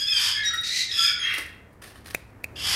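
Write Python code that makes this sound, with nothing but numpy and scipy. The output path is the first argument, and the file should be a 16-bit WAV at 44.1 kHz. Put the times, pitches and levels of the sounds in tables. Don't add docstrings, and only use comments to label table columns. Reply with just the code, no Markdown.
import sys
import numpy as np
from scipy import signal
from scipy.fft import rfft, irfft, next_fast_len
from scipy.io import wavfile
from scipy.ndimage import map_coordinates

SR = 44100
rng = np.random.default_rng(int(sys.argv[2]) if len(sys.argv) > 2 else 0)


def volts_from_decibels(level):
    exponent = np.asarray(level, float) / 20
    return 10 ** exponent


def waveform_to_disk(signal):
    frames = np.transpose(np.atleast_2d(signal))
    scaled = np.clip(frames, -1, 1) * 32767
    samples = np.round(scaled).astype(np.int16)
    wavfile.write(sys.argv[1], SR, samples)


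N = 121275
LEAD = SR // 4

# start_s, length_s, level_db, pitch_hz, roughness_0_1
HOARSE_CALLS = [
    (-.08, 0.17, -27.5, 1658, .4),
    (.065, 0.091, -28, 1707, .22),
    (.108, 0.099, -24, 1590, .15),
    (.15, .19, -23, 1642, .85),
    (.325, 0.078, -31, 1647, .22),
    (.91, 0.241, -21, 1690, .52),
    (2.555, .38, -25, 1610, .97),
]
SHRILL_CALLS = [
    (.43, .075, -25, 1900, .08),
    (.5, 0.12, -32, 1895, .12),
    (.63, .1, -30, 1916, .62),
    (.7, 0.16, -26, 1985, .62),
    (.888, .05, -29, 1887, .2),
]
FAR_CALLS = [(.34, 0.14, -32, 1700, .4), (.36, .09, -35, 2120, .3), (.48, 0.12, -39, 1400, .6),
             (.97, 0.14, -37, 1366, .1), (1.06, 0.14, -38, 1460, .3), (1.04, 0.092, -34, 2350, .7),
             (1.184, .08, -26, 3240, .3), (1.2, .18, -31, 1956, .8), (1.22, .18, -33, 2720, .85),
             (.075, .09, -32, 2520, .15), (2.557, .07, -42, 2750, .2)]
# pitch_multiple, level_db
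HOARSE_PARTIALS = [(1, -15), (1.5, -15), (2, 1), (3, 0), (4, -13), (5, -20), (6, -22), (7, -24)]
SHRILL_PARTIALS = [(1, -8), (2, 1), (3, -9), (4, -26), (5, -27), (6, -31)]
FAR_PARTIALS = [(1, 2), (2, -12), (3, -23.5)]
# freq_hz, density_db_per_hz
HOARSE_RASP = [(290, -48), (500, -19.5), (3230, -6), (4130, -11.5), (5050, -2.5), (6010, -14),
               (11800, -17.5), (14700, -32.5), (15800, -85)]
SHRILL_RASP = [(530, -67), (900, -44), (1370, -31), (2060, -9.5), (2990, -15.5), (3940, -14.5),
               (4280, -4.5), (8900, -21.5), (15800, -38)]
FAR_RASP = [(530, -64), (900, -25.5), (2060, -8), (4770, -28.5), (7340, -55), (9560, -35), (15800, -49.5)]
# freq_hz, gain_db
BEAK = [(300, -46.5), (900, -15.5), (1250, 2), (1500, 0.5)]
ATTACK_S, RELEASE_S, SWELL_DB_PER_S = 0.0056, 0.029, 47
DRIFT_RATIO, JITTER_RATIO, JITTER_HZ = .009, .02, 120
FLUTTER_DB, FLUTTER_HZ = 5, 70
BLUR_HZ = 330
TENSE_DB = 3
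LEAK_SHARE = .022

# start_s, ring_db, peel_db, push_db, pitch_share_missing_at_first
CLICKS = [
    (2.1476, -2.5, -27, -15, .75),
    (2.442, -5.5, -34, -25, .3),
]
# freq_hz, density_db_per_hz
PEEL_TONE = [(1000, -29), (4000, -2), (6000, -4.5), (9000, -4), (12000, -2), (16000, -9)]
MOUTH_HZ, MOUTH_T60_S, OPENS_S = 2550, .0085, .0005
PEEL_LEAD_S, PEEL_S = .0018, .0055
PUSH_HZ, PUSH_T60_S = 620, .006
WALL_S, WALL_DB = .0072, -17

# start_s, level_db, t60_s, tilt_db_per_octave
SCUFFS = [(0.534, -37.5, 0.12, 6), (.607, -38, .06, 6), (1.334, -37, 0.44, 1.5), (1.378, -32, 0.14, 0.5),
          (1.405, -46.5, 0.27, -1), (1.724, -61, 0.095, 5), (1.816, -44.5, 0.49, -0.1),
          (1.855, -49.5, 0.29, 0.5), (1.954, -52.5, 0.33, -1.3), (2.043, -54, 0.143, 2),
          (2.056, -44.5, 0.53, .6), (2.099, -52, 0.26, -1.5), (2.14, -38.5, .04, 6.5),
          (2.435, -46, 0.039, 3)]
# freq_hz, density_db_per_hz
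SCUFF_TONE = [(180, -28.5), (300, -3), (1020, -13), (1830, -3), (2060, -9.5), (4790, -11.5), (7500, -21),
              (9000, -12.5), (15800, -24)]
# freq_hz, level_db, t60_s
WIRE_MODES = [(1114, -5, 0.11), (1278, -0.5, 0.085), (1750, -6.5, 0.18), (1900, -6.5, 0.13),
              (2450, -17, .1), (3044, -3, .08), (8900, -7, .12)]
WIRE_DB = -2.5

# freq_hz, density_db_per_hz
TRAFFIC_TONE = [(20, -17.5), (75, -2), (160, -10.5), (400, -15), (800, -21.5), (2000, -26), (3500, -44),
                (16000, -48.5)]
# time_s, level_db
TRAFFIC_LEVEL = [(0.0, -51), (0.96, -52), (1.54, -50), (1.93, -50.5), (2.22, -51), (2.75, -42)]
DRONE_HZ, DRONE_DB = 102, -7.5

# freq_hz, t60_s
AVIARY_T60 = [(300, .5), (1500, .6), (4000, 0.5), (12000, 0.18)]
WET_DB, FAR_WET_DB, CLICK_WET_DB = -4.5, -4.5, -21
# freq_hz, gain_db
SPREAD = [(2500, -80), (4000, -36), (8000, -22), (12000, -10), (16000, -6)]
# freq_hz, gain_db
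MICROPHONE = [(14500, 0), (15800, -2), (16100, -30)]


def unit(x):
    return x / np.sqrt(np.mean(x ** 2) + 1e-20)


def along(points, hz):
    f, v = np.transpose(points)
    return np.interp(np.log(hz + 1), np.log(f + 1), v)


def wobble(rate_hz, size):
    coarse = map_coordinates(rng.standard_normal(620), [np.arange(0, size + 16, 16) * rate_hz / SR])
    return np.interp(np.arange(size) / 16, np.arange(len(coarse)), coarse)


def filtered(x, gain_db):
    m = next_fast_len(x.shape[-1] + 4096)
    gain = volts_from_decibels(gain_db(np.fft.rfftfreq(m, 1 / SR)))
    return irfft(rfft(x, m) * gain, m)[..., :x.shape[-1]]


def hiss(spectrum, size, tilt_db=0):
    closed = [(spectrum[0][0] / 2, -70)] + list(spectrum)
    noise = rng.standard_normal(size)
    return unit(filtered(noise, lambda hz: along(closed, hz) + tilt_db * np.log2(hz / 2000 + 1e-3)))


def add(track, start_s, x):
    part = track[LEAD + round(start_s * SR):][:len(x)]
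    part += x[:len(part)]


def partial(k, phase, rough, strain):
    size = len(phase)
    rate_hz = min(BLUR_HZ * k * rough + 30, 1200)
    blur = wobble(rate_hz, size) * np.sin(k * phase) + wobble(rate_hz, size) * np.cos(k * phase)
    share = np.clip(1.6 * strain, 0, 1)
    return np.sqrt(1 - share) * np.sin(k * phase + k) + np.sqrt(share / 2) * blur


def bird(calls, partials, rasp, glide, breathy, deep):
    out = np.zeros(N + LEAD)
    for start_s, length_s, level_db, pitch_hz, rough in calls:
        t = np.arange(SR // 4 if length_s < .2 else SR // 2) / SR
        size = len(t)
        u = np.clip(t / length_s, 0, 1)
        effort = np.sin(np.pi * u)
        strain = np.clip(rough * (.78 + .22 * effort), 0, 1)

        attack = np.clip(t / ATTACK_S, 0, 1)
        release = np.clip((length_s - t) / RELEASE_S + .5, 0, 1)
        shape = attack * release * volts_from_decibels(SWELL_DB_PER_S * length_s * (effort - 1))

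        drift = DRIFT_RATIO * wobble(24.88, size)
        jitter = JITTER_RATIO * strain * wobble(JITTER_HZ, size)
        phase = 2 * np.pi * np.cumsum(pitch_hz * (1 + glide * (u - .5) + drift + jitter)) / SR

        tone = np.zeros(size)
        for k, partial_db in partials:
            flutter_db = FLUTTER_DB * wobble(FLUTTER_HZ, size) * (1 - strain)
            tense_db = TENSE_DB * max(k - 2, 0) * (effort - 1)
            tone += volts_from_decibels(partial_db + flutter_db + tense_db) * partial(k, phase, rough, strain)
        breath = hiss(rasp, size) * volts_from_decibels(1.5 * wobble(160, size))
        share = np.clip(LEAK_SHARE + breathy * strain ** 5.2, 0, 1)
        voice = np.sqrt(1 - share) * unit(tone) + np.sqrt(share) * breath
        voice = filtered(voice, lambda hz: along(BEAK, hz * (1 + deep * rough ** 6)))
        add(out, start_s, volts_from_decibels(level_db) * shape * voice)
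    return out


def clicks():
    out, t = np.zeros(N + LEAD), np.arange(SR // 20) / SR
    for start_s, ring_db, peel_db, push_db, closed in CLICKS:
        turns = MOUTH_HZ * (t - np.clip(closed, 0, 1) * OPENS_S * (1 - np.exp(-t / OPENS_S)))
        onset = 1 - np.exp(-t / .0012)
        ring = -volts_from_decibels(ring_db - 60 * t / MOUTH_T60_S) * onset * np.sin(2 * np.pi * turns)
        push = -volts_from_decibels(push_db - 60 * t / PUSH_T60_S) * np.sin(2 * np.pi * PUSH_HZ * t)
        peel_shape = np.sqrt(np.abs(np.sin(np.pi * np.clip(t / PEEL_S, 0, 1))))
        peel = volts_from_decibels(peel_db) * hiss(PEEL_TONE, len(t)) * peel_shape
        add(out, start_s + OPENS_S - PEEL_LEAD_S, peel)
        add(out, start_s, ring + push)
        add(out, start_s + WALL_S, volts_from_decibels(WALL_DB) * (ring + push))
        add(out, start_s + 2 * WALL_S, volts_from_decibels(2.6 * WALL_DB) * ring)
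    return out


def scuffs():
    out, t = np.zeros(N + LEAD), np.arange(SR // 3) / SR
    top_db = max(mode_db for _, mode_db, _ in WIRE_MODES)
    for start_s, level_db, t60_s, tilt_db in SCUFFS:
        grain_db = 3.6 * wobble(300, len(t))
        burst = hiss(SCUFF_TONE, len(t), max(tilt_db, 0)) * volts_from_decibels(grain_db - 60 * t / t60_s)
        ring = np.zeros(len(t))
        for hz, mode_db, mode_t60_s in WIRE_MODES:
            decay = volts_from_decibels(mode_db + rng.normal(0, 1.67) - 60 * t / mode_t60_s)
            ring += decay * np.sin(2 * np.pi * hz * t + rng.uniform(0, 6.1))
        ring *= volts_from_decibels(WIRE_DB - top_db - 4.5 * tilt_db)
        add(out, start_s, volts_from_decibels(level_db) * np.clip(t / 0.004, 0, 1) * (burst + ring))
    return out


def traffic():
    time_s, level_db = np.transpose(TRAFFIC_LEVEL)
    t = np.arange(-LEAD, N) / SR
    size = len(t)
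    drone_level = volts_from_decibels(DRONE_DB + 4.9 * wobble(12, size))
    drone_hz = DRONE_HZ * (1 + .06 * wobble(11, size))
    drone = drone_level * np.sin(2 * np.pi * np.cumsum(drone_hz) / SR)
    level = volts_from_decibels(np.interp(t, time_s, level_db) + 0.33 * wobble(6.41, size))
    return level * (hiss(TRAFFIC_TONE, size) + drone)


def aviary(x):
    hz, t, z = signal.stft(rng.standard_normal(SR), SR, nperseg=256)
    decay = volts_from_decibels(-60 * t / along(AVIARY_T60, hz)[:, None])
    tail = signal.istft(z * decay, SR, nperseg=256)[1]
    delayed = np.pad(x, (300, 0))
    return signal.fftconvolve(delayed, tail / np.linalg.norm(tail))[:len(x)]


def scene():
    hoarse = bird(HOARSE_CALLS, HOARSE_PARTIALS, HOARSE_RASP, glide=-.025, breathy=.9, deep=.8)
    shrill = bird(SHRILL_CALLS, SHRILL_PARTIALS, SHRILL_RASP, glide=.01, breathy=6.5, deep=.05)
    far = bird(FAR_CALLS, FAR_PARTIALS, FAR_RASP, glide=-0.0303, breathy=1.4, deep=.05)
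    near = hoarse + shrill
    tongue, cage = clicks(), scuffs()
    wet = volts_from_decibels(WET_DB) * aviary(near + volts_from_decibels(-7) * cage)
    wet += volts_from_decibels(FAR_WET_DB) * aviary(far)
    wet += volts_from_decibels(CLICK_WET_DB) * aviary(tongue)
    mid = (near + volts_from_decibels(-1.0) * far + cage + tongue + wet + traffic())[LEAD:]
    scatter = rng.standard_normal(400) / 20
    side = filtered(signal.fftconvolve(mid, scatter)[:N], lambda hz: along(SPREAD, hz))
    return np.array([mid + side, mid - side])


def top_cut(x):
    return signal.sosfilt(signal.butter(12, 15970, fs=SR, output="sos"), x)


def record(dry):
    mix = filtered(dry, lambda hz: along(MICROPHONE, hz))
    return top_cut(mix)


dry = scene()
out = record(dry)
waveform_to_disk(out)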